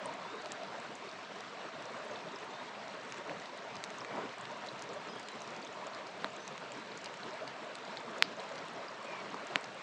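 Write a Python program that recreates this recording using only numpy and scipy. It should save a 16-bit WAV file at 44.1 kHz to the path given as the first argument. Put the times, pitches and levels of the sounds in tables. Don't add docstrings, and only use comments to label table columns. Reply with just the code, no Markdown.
import sys
import numpy as np
from scipy import signal
from scipy.fft import rfft, irfft
from scipy.io import wavfile
from scipy.ndimage import uniform_filter1d

SR = 44100
rng = np.random.default_rng(int(sys.argv[2]) if len(sys.argv) > 2 else 0)


def transcribe(u):
    v = np.clip(np.atleast_2d(u).T, -1, 1)
    q = np.round(v * 32767).astype(np.int16)
    wavfile.write(sys.argv[1], SR, q)


def linear_from_db(decibels):
    return 10 ** (np.asarray(decibels, float) / 20)


N = 433062


def evened(x):
    return x / np.sqrt(np.mean(x ** 2) + 1e-20)


def add(mix, s, sound):
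    part = mix[round(s * SR):][:len(sound)]
    part += sound[:len(part)]


def clicks(per_s, spread_db):
    size = linear_from_db(spread_db * np.minimum(rng.exponential(1, N), 4))
    return size * (rng.random(N) < per_s / SR)


def wander(count, size):
    noise = rng.standard_normal(N // 40)
    smooth = uniform_filter1d(uniform_filter1d(noise, size=size), size=size)
    return evened(smooth)[:count]


def smooth_grid(shape, bins, frames):
    noise = rng.standard_normal(shape)
    return evened(uniform_filter1d(uniform_filter1d(noise, size=bins, axis=0), size=frames, axis=1))


def bubbles(per_s, spread_db, cycles, glide, tilt, low_hz, top_hz, count=40):
    out = np.zeros(N)
    for hz in np.geomspace(low_hz, top_hz, count):
        turn = np.arange(round(2 * cycles * SR / hz)) * hz / SR
        swell = turn * np.exp(-4 * turn / cycles)
        ring = np.sin(2 * np.pi * turn * (1 + glide * turn / cycles)) * swell
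        strength = (hz / 1000) ** tilt
        out += signal.oaconvolve(clicks(per_s / count, spread_db), evened(ring) * strength)[:N]
    return evened(out)


# (frequency [Hz], relative level per Hz [dB])
STREAM_COLOUR = [(20, 10), (45, -8), (80, -16), (100, -12), (150, -10), (200, -3.5), (360, -3), (430, 1.5),
                 (500, -1.5), (630, 3.5), (720, 0.5), (830, -4), (880, -3), (915, 2), (1000, -0.5),
                 (1300, -3), (2800, -10.5), (3200, -13), (4100, -14), (5600, -22), (7600, -26.5),
                 (10800, -56.5), (16000, -71)]
# (time [s], level [dB])
LOW_FLOW = [(0.0, -46), (1.28, -49), (1.45, -47.5), (3.25, -47.5), (3.28, -42), (3.33, -48.5),
            (4.07, -47.5), (4.16, -40), (4.35, -47.5), (5.2, -46.5), (5.28, -49.5), (5.41, -47),
            (5.58, -47.5), (6.21, -47.5), (6.26, -47), (6.29, -49), (7.3, -48.5), (7.33, -45.5),
            (7.9, -48.5), (7.93, -46), (9.33, -48), (9.38, -44.5), (9.52, -47.5), (9.57, -45), (9.6, -47.5),
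            (9.82, -49.5)]


def stream(patchy_db=1.1, flicker_db=0.66, lumpy_db=3.0, gurgle_db=2.0, gurgle_hz=1100):
    stream_db = -45
    bubble_share, drip_share = 0.12, 0.031
    water = np.sqrt(bubble_share) * bubbles(1200, 2.04, 11.78, 0.1294, 0.27, 109.38, 6007)
    water += np.sqrt(1 - bubble_share - drip_share) * rng.standard_normal(N)
    water += np.sqrt(drip_share) * bubbles(260, 2.8, 30, 0.029, 0.9, 2506, 9470)

    hz, t, z = signal.stft(water, SR, nperseg=1024, noverlap=768)
    z /= np.sqrt(uniform_filter1d(np.mean(abs(z) ** 2, 1), size=9))[:, None]
    hz = hz[:, None]

    gurgle = smooth_grid(z.shape, 4, 7)
    z *= linear_from_db(gurgle_db * gurgle / (1 + (hz / gurgle_hz) ** 4))

    patches = smooth_grid(z.shape, 10, 10)
    flicker = evened(uniform_filter1d(rng.standard_normal(len(t)), size=6))
    lumps = evened(uniform_filter1d(rng.standard_normal(len(t)), size=12))
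    bass = 1 / (1 + (hz / 130) ** 2)
    z *= linear_from_db(patchy_db * patches + flicker_db * flicker + lumpy_db * bass * lumps
             + 0.94 * np.sqrt(bass) * flicker)

    treble_follows, low_top_hz = 0.1, 1480
    follows = treble_follows + (1 - treble_follows) / (1 + (hz / low_top_hz) ** 4)
    flow_db = np.interp(t, *np.transpose(LOW_FLOW))
    z *= linear_from_db(follows * (flow_db - flow_db.mean()))
    water = signal.istft(z, SR, nperseg=1024, noverlap=768)[1][:N]

    f, colour_db = np.transpose(STREAM_COLOUR)
    colour = linear_from_db(np.interp(np.log(np.fft.rfftfreq(N, 1 / SR) + 1), np.log(f + 1), colour_db))
    return linear_from_db(stream_db) * evened(irfft(colour * rfft(water), N))


# (start [s], length [s], first pitch [Hz], last pitch [Hz], glide time [s],
# level at the start [dB], level change over the note [dB])
BIRD_NOTES = [(0.237, 0.18, 3380, 3730, 0.1, -54.5, -10), (2.119, 0.13, 2750, 2370, 0.14, -60, 0),
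              (2.499, 0.19, 3540, 3870, 0.14, -57, -9), (3.69, 0.077, 2310, 2410, .07, -59, -3),
              (4.055, 0.13, 2350, 2300, 0.09, -58, -2), (5.082, .085, 5000, 5100, 0.036, -62, -3),
              (5.095, 0.096, 3050, 3300, 0.0295, -59, 2), (5.23, 0.052, 4880, 4200, 0.038, -62, 2),
              (5.283, 0.083, 3980, 3940, .05, -60, -3), (6.391, .08, 5950, 6440, .08, -64, -3),
              (9.06, 0.165, 2510, 2150, 0.2, -55, 2)]


def birds(trill_hz=36, trill_depth=0.44, warble=0.0084, echo_t60=0.073):
    out = np.zeros(N)
    for s, length, first_hz, last_hz, glide_s, db, fade_db in BIRD_NOTES:
        t = np.arange(0, length, 1 / SR)
        trill = 1 - trill_depth * np.cos(2 * np.pi * trill_hz * t)
        air = trill + 0.4 * wander(len(t), size=300)
        waver = 1 + 0.011 * wander(len(t), size=250)
        waver += warble * np.sin(2 * np.pi * trill_hz * t)
        pitch = waver * np.interp(t, [0, glide_s], [first_hz, last_hz])
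        tone = np.sin(2 * np.pi * np.cumsum(pitch) / SR) * evened(air)
        level = np.sqrt(2) * linear_from_db(db + fade_db * t / length)
        add(out, s, level * tone * signal.windows.tukey(len(t), 0.2))
    trees = rng.standard_normal(4000) * linear_from_db(-60 * np.arange(4000) / SR / echo_t60)
    trees *= 0.3 / np.linalg.norm(trees)
    trees[0] = 1
    return signal.oaconvolve(out, trees)[:N]


def rock_echo(x):
    echo_db, lag_s, rise_s, t60_s = -18, 0.0063, 0.008, 0.16
    t = np.arange(4000) / SR
    tail = rng.standard_normal(len(t)) * np.clip((t - lag_s) / rise_s, 0, 1) * linear_from_db(-60 * t / t60_s)
    band = signal.butter(N=2, Wn=(4000, 6300), btype="band", fs=SR, output="sos")
    tail = signal.sosfilt(band, tail / np.linalg.norm(tail))
    return linear_from_db(echo_db) * signal.oaconvolve(x, tail)[:N]


def pulse(db, hz, octaves, low_skirt=1, lean=0):
    away = np.log2((np.fft.rfftfreq(256, 1 / SR) + 1) / hz) / octaves
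    away = np.where(away < 0, away / low_skirt, away)
    hump = linear_from_db(-20 * np.hypot(1, away))
    shape = np.fft.fftshift(irfft(np.exp(-1j * lean) * hump))
    return -linear_from_db(db) * shape / abs(shape).max()


def fizz(fizz_db=-68, per_s=220):
    out = np.zeros(N)
    for hz in np.geomspace(4000, 8100, num=8):
        tick = pulse(-9 * np.log2(hz / 4300), hz, 0.3)
        out += signal.oaconvolve(clicks(per_s / 8, 3.0), tick)[:N]
    coals = 0.17 * rng.standard_normal(400) * linear_from_db(-60 * np.arange(400) / SR / 0.0067)
    coals[0] = 1
    return linear_from_db(fizz_db) * evened(signal.oaconvolve(out, coals)[:N])


def spit(db, hz, length_s=0.012, glide=0.067, rough=0.75):
    t = np.arange(0, length_s, 1 / SR)
    tone = np.sin(2 * np.pi * hz * t * (1 + glide * (t / length_s - 1)))
    roughness = evened(np.convolve(rng.standard_normal(2000), np.hanning(48), "same"))[:len(t)]
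    return linear_from_db(db) * np.hanning(len(t)) * tone * (1 + rough * roughness)


# (time of the middle [s], peak before roughening [dB], pitch [Hz])
SAP_SPITS = [(1.092, -48, 4460), (2.16, -47, 3580), (2.432, -43, 1790), (4.688, -43.5, 4000),
             (7.8775, -49, 4020), (7.977, -50, 4400)]


def spits():
    out = np.zeros(N)
    for s, db, hz in SAP_SPITS:
        add(out, s - 0.012 / 2, spit(db, hz))
    return out


# (pitch [Hz], level before the soft onset, re the thud [dB], t60 [s])
LOG_MODES = [(292, -1.5, 0.033), (484, 2, 0.013), (626, -5, 0.014)]


def thud(db, rise_s=0.0016):
    t = np.arange(0, 0.05, 1 / SR)
    ring = sum(linear_from_db(level_db - 60 * t / t60) * np.sin(2 * np.pi * hz * t) for hz, level_db, t60 in LOG_MODES)
    return linear_from_db(db) * ring * (1 - np.exp(-t / rise_s))


# (time [s], level to which the log modes refer [dB])
LOG_SPLITS = [(3.2958, -39), (6.245, -31), (8.2244, -40), (9.5582, -28.5)]


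def thuds(lag_s=0.00056):
    out = np.zeros(N)
    for s, db in LOG_SPLITS:
        add(out, s + lag_s, thud(db))
    return out


# (pitch [Hz], level re the tick's nominal level [dB], t60 [s])
STICK_MODES = [(6140, -14, 0.0044), (7400, -17, 0.0038)]


def snap(tick_db, tick_hz, octaves, knock_db, knock_hz, echo=0.59, scatter_db=-11, t60=0.017, tick_scatter_db=6):
    chance = rng.random(500)
    sparse = np.sign(chance - 0.5) * (abs(chance - 0.5) > 0.44)
    stones = linear_from_db(scatter_db - 60 * np.arange(len(chance)) / SR / t60) * sparse
    stones[:10] = 0
    stones[round((0.00040 + 0.00015 * chance[0]) * SR)] += echo
    big = np.clip((max(tick_db, knock_db) + 28) / 11, 0, 1)
    stones *= linear_from_db(-17 * big)

    direct = signal.unit_impulse(len(chance))
    bright = direct + linear_from_db(tick_scatter_db) * stones
    dull = direct + stones
    tick = pulse(tick_db, tick_hz, octaves)
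    knock = pulse(knock_db, knock_hz, octaves=0.69, low_skirt=1.94, lean=0.92)
    sound = np.convolve(tick, bright / np.linalg.norm(bright))
    sound += np.convolve(knock, dull / np.linalg.norm(dull))

    if np.isfinite(knock_db):
        t = np.arange(400) / SR
        for hz, db, ring_s in STICK_MODES:
            add(sound, 128 / SR, linear_from_db(tick_db + db - 60 * t / ring_s) * np.sin(2 * np.pi * hz * t))
    return sound


# (time [s], tick level [dB], tick pitch [Hz], tick width [octaves], knock level [dB], knock pitch [Hz])
STICK_POPS = [(0.058, -34, 8200, .22, -43.5, 1000), (0.4590, -53, 6300, 0.2, -29, 3870),
              (0.52, -27.5, 6700, 0.42, -29.5, 3600), (3.1231, -31, 5560, 0.42, -32, 2700),
              (3.143, -41, 5920, .35, -36, 2800), (3.182, -40, 6370, .3, -36, 2650),
              (3.2958, -39, 2500, .3, -29, 1400), (3.7553, -35, 5070, .45, -40, 2760),
              (3.8399, -21.5, 4230, 0.77, -28.5, 1900), (3.9038, -38, 6400, 0.4, -32, 2800),
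              (4.048, -44, 6430, 0.27, -28.5, 2220), (4.4545, -53, 7310, .2, -29.5, 2800),
              (5.286, -38, 6500, 0.31, -30, 3300), (5.419, -33, 6130, 0.43, -43, 2800),
              (5.649, -38, 6500, 0.17, -42, 3500), (6.245, -26.5, 3800, 0.31, -19, 1270),
              (6.478, -29.5, 5300, 0.5, -36, 2800), (6.579, -41, 6420, 0.24, -31, 2800),
              (6.72, -36, 6830, 0.25, -31, 2800), (7.1409, -43, 6880, .3, -34, 2800),
              (7.477, -31, 4160, 0.33, -34, 1960), (7.7544, -35.5, 7400, 0.29, -28.5, 3180),
              (7.9715, -31, 4200, 0.27, -32, 1810), (8.2245, -9.5, 4050, 0.41, -4, 2160),
              (8.4027, -41, 7050, 0.28, -34, 2800), (8.6838, -41, 7410, 0.42, -36, 2800),
              (9.344, -37, 4760, 0.58, -28, 990), (9.5583, -16, 3120, 0.49, -11.5, 1880),
              (9.6423, -32, 5100, 0.4, -34, 2720)]
# (time [s], level [dB], pitch [Hz], width [octaves])
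BRIGHT_TICKS = [(0.0509, -42, 5840.0, 0.8), (0.1389, -42, 7240.0, 0.2), (0.4185, -44, 7240.0, 0.22),
                (0.422, -39, 4600.0, 0.4), (0.5076, -48, 7640.0, 0.17), (0.5146, -47, 3600.0, 0.12),
                (0.5298, -43, 8510.0, 0.8), (0.634, -34, 4460.0, 0.6), (0.8007, -43.5, 7640.0, 0.17),
                (0.8329, -39, 4970.0, 0.87), (0.9541, -35.5, 7240.0, 0.26), (0.9601, -48, 7640.0, 0.24),
                (1.114, -37, 4710.0, 0.45), (1.1272, -40, 4010.0, 0.8), (1.3859, -51, 7240.0, 0.17),
                (1.4063, -31, 4230.0, 0.88), (1.4973, -49, 5250.0, 0.45), (1.8239, -36, 4710.0, 0.8),
                (1.855, -36, 5250.0, 0.45), (1.9181, -48, 7240.0, 0.33), (1.9882, -53.0, 7240.0, 0.12),
                (2.0506, -51, 9480.0, 0.12), (2.0805, -51, 7640.0, 0.17), (2.1112, -45, 6160.0, 0.12),
                (2.1364, -47.0, 5840.0, 0.33), (2.2865, -42, 3600.0, 0.24), (2.321, -51, 6860.0, 0.12),
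                (2.3594, -40, 5250.0, 0.12), (2.3871, -41, 5540.0, 0.6), (2.4429, -41, 8510.0, 0.8),
                (2.5073, -48.0, 6860.0, 0.17), (2.8805, -37, 4460.0, 0.8), (2.9438, -53, 7640.0, 0.17),
                (3.0122, -46, 4970.0, 0.12), (3.1022, -45.0, 6160.0, 0.45), (3.1085, -52.0, 8980.0, 0.24),
                (3.1576, -49.0, 5840.0, 0.12), (3.172, -44, 6860.0, 0.24), (3.3806, -50.0, 6500.0, 0.17),
                (3.399, -39, 4970.0, 0.61), (3.4192, -45, 6500.0, 0.24), (3.4574, -32, 3800.0, 0.72),
                (3.5751, -42, 7240.0, 0.33), (3.767, -33, 4460.0, 0.49), (3.8465, -35, 5540.0, 0.45),
                (3.8527, -40, 4010.0, 0.8), (3.9844, -37, 6500.0, 0.29), (4.0066, -39, 5250.0, 0.12),
                (4.0136, -41, 5250.0, 0.17), (4.1598, -37, 4010.0, 0.8), (4.2429, -51, 7640.0, 0.24),
                (4.2925, -35, 3600.0, 0.55), (4.3835, -38, 6160.0, 0.45), (4.411, -39, 7340, 0.27),
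                (4.515, -46, 6500.0, 0.12), (4.6637, -33, 3600.0, 0.8), (4.671, -32, 4970.0, 0.7),
                (4.7809, -47.0, 6160.0, 0.45), (4.7933, -36, 5540.0, 0.45), (4.8224, -26.5, 5540.0, 0.77),
                (4.8388, -41, 6160.0, 0.45), (4.8911, -37, 4710.0, 0.45), (4.9335, -45, 6860.0, 0.17),
                (4.9395, -42, 7640.0, 0.36), (5.0722, -51, 6860.0, 0.12), (5.1568, -53, 8510.0, 0.12),
                (5.1973, -32, 5900, 0.57), (5.2299, -34, 4010.0, 0.99), (5.2781, -51.0, 7640.0, 0.45),
                (5.3174, -40, 7240.0, 0.8), (5.3576, -45, 6860.0, 0.33), (5.4057, -41.0, 6500.0, 0.33),
                (5.4436, -38, 4710.0, 0.45), (5.476, -33, 4710.0, 0.56), (5.5057, -37, 5540.0, 0.45),
                (5.5644, -33, 4460.0, 0.69), (5.6185, -45, 6860.0, 0.24), (5.6277, -42, 4500, 0.12),
                (5.6684, -42, 3530, 0.12), (5.6739, -39.0, 4710.0, 0.8), (5.7272, -46.0, 6860.0, 0.17),
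                (5.7442, -47, 7240.0, 0.17), (5.8687, -35, 6500.0, 0.28), (5.9363, -44, 4230.0, 0.17),
                (5.948, -32.5, 4230.0, 0.64), (6.0695, -34, 4010.0, 0.66), (6.0767, -48.0, 6860.0, 0.33),
                (6.1036, -55.0, 7640.0, 0.17), (6.3042, -50, 7240.0, 0.12), (6.3326, -49, 7640.0, 0.12),
                (6.3645, -40, 6860.0, 0.18), (6.4506, -47.0, 6160.0, 0.24), (6.6025, -47.0, 7640.0, 0.3),
                (6.7759, -39, 5250.0, 0.6), (6.9185, -39, 4010.0, 0.24), (6.97, -53, 6860.0, 0.12),
                (6.975, -32, 6160.0, 0.37), (7.0153, -39, 5540.0, 0.53), (7.044, -28.5, 5540.0, 0.68),
                (7.0592, -25, 3800.0, 0.65), (7.1726, -38, 5540.0, 0.45), (7.2326, -40, 4230.0, 0.17),
                (7.2415, -50, 8300.0, 0.3), (7.3074, -41, 5540.0, 0.24), (7.3331, -43, 4010.0, 0.12),
                (7.3411, -42.0, 6160.0, 0.6), (7.6466, -49, 7240.0, 0.16), (7.6758, -55.0, 7240.0, 0.12),
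                (7.7649, -53.0, 7640.0, 0.17), (7.7861, -37, 3600.0, 0.8), (7.8507, -36, 4970.0, 0.45),
                (7.9128, -55.0, 7640.0, 0.12), (7.9594, -48.0, 6160.0, 0.33), (7.9846, -53.0, 7240.0, 0.12),
                (8.0033, -43, 6500.0, 0.36), (8.1774, -47.0, 6160.0, 0.24), (8.1834, -37, 6860.0, 0.33),
                (8.3236, -43.0, 5540.0, 0.45), (8.3677, -45, 6500.0, 0.17), (8.3973, -35, 4010.0, 0.33),
                (8.4391, -48, 6860.0, 0.24), (8.4905, -45, 7240.0, 0.24), (8.5219, -40, 6160.0, 0.3),
                (8.5566, -33, 4010.0, 0.87), (8.58, -33, 3800.0, 0.54), (8.5887, -36, 4970.0, 0.36),
                (8.6197, -51.0, 7240.0, 0.24), (8.6526, -46, 6860.0, 0.45), (8.6997, -41, 4970.0, 0.17),
                (8.7346, -48, 8980.0, 0.24), (8.7776, -54, 8060.0, 0.24), (8.8837, -40, 4970.0, 0.12),
                (8.9035, -50.0, 7240.0, 0.17), (9.029, -40, 6500.0, 0.8), (9.0462, -41, 6860.0, 0.33),
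                (9.0549, -49, 7640.0, 0.24), (9.3034, -44, 6500.0, 0.17), (9.47, -35, 6470, 0.44),
                (9.5528, -44, 6160.0, 0.33), (9.6099, -39.0, 7640.0, 0.38), (9.6324, -39, 5250.0, 0.45),
                (9.6585, -46, 6860.0, 0.24), (9.7463, -46, 8060.0, 0.24)]


def pops_and_ticks():
    out = np.zeros(N)
    silent_knock = (-np.inf, 1800)
    for s, *burst in STICK_POPS + [(*tick, *silent_knock) for tick in BRIGHT_TICKS]:
        add(out, s - 128 / SR, snap(*burst))
    return out


def fire(top_hz=8700):
    out = fizz() + spits() + thuds() + pops_and_ticks()
    above = np.fft.rfftfreq(N, 1 / SR) / top_hz
    top = 1 / np.sqrt(1 + above ** 12) + linear_from_db(-28.5 - 10 * above)
    return irfft(top * rfft(out), N)


def scene():
    water, wood = stream(), fire()
    return (water + birds() + rock_echo(wood) + wood)[None]


def band_limit(x):
    return signal.sosfilt(signal.butter(12, 16740, fs=SR, output="sos"), x)


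def record(dry):
    low_cut = signal.butter(N=3, Wn=93, btype="high", fs=SR, output="sos")
    cut = signal.sosfilt(low_cut, dry)
    overload = 0.74
    flattened = cut / (1 + (cut / overload) ** 6) ** (1 / 6)
    return band_limit(flattened)


dry = scene()
out = record(dry)
transcribe(out)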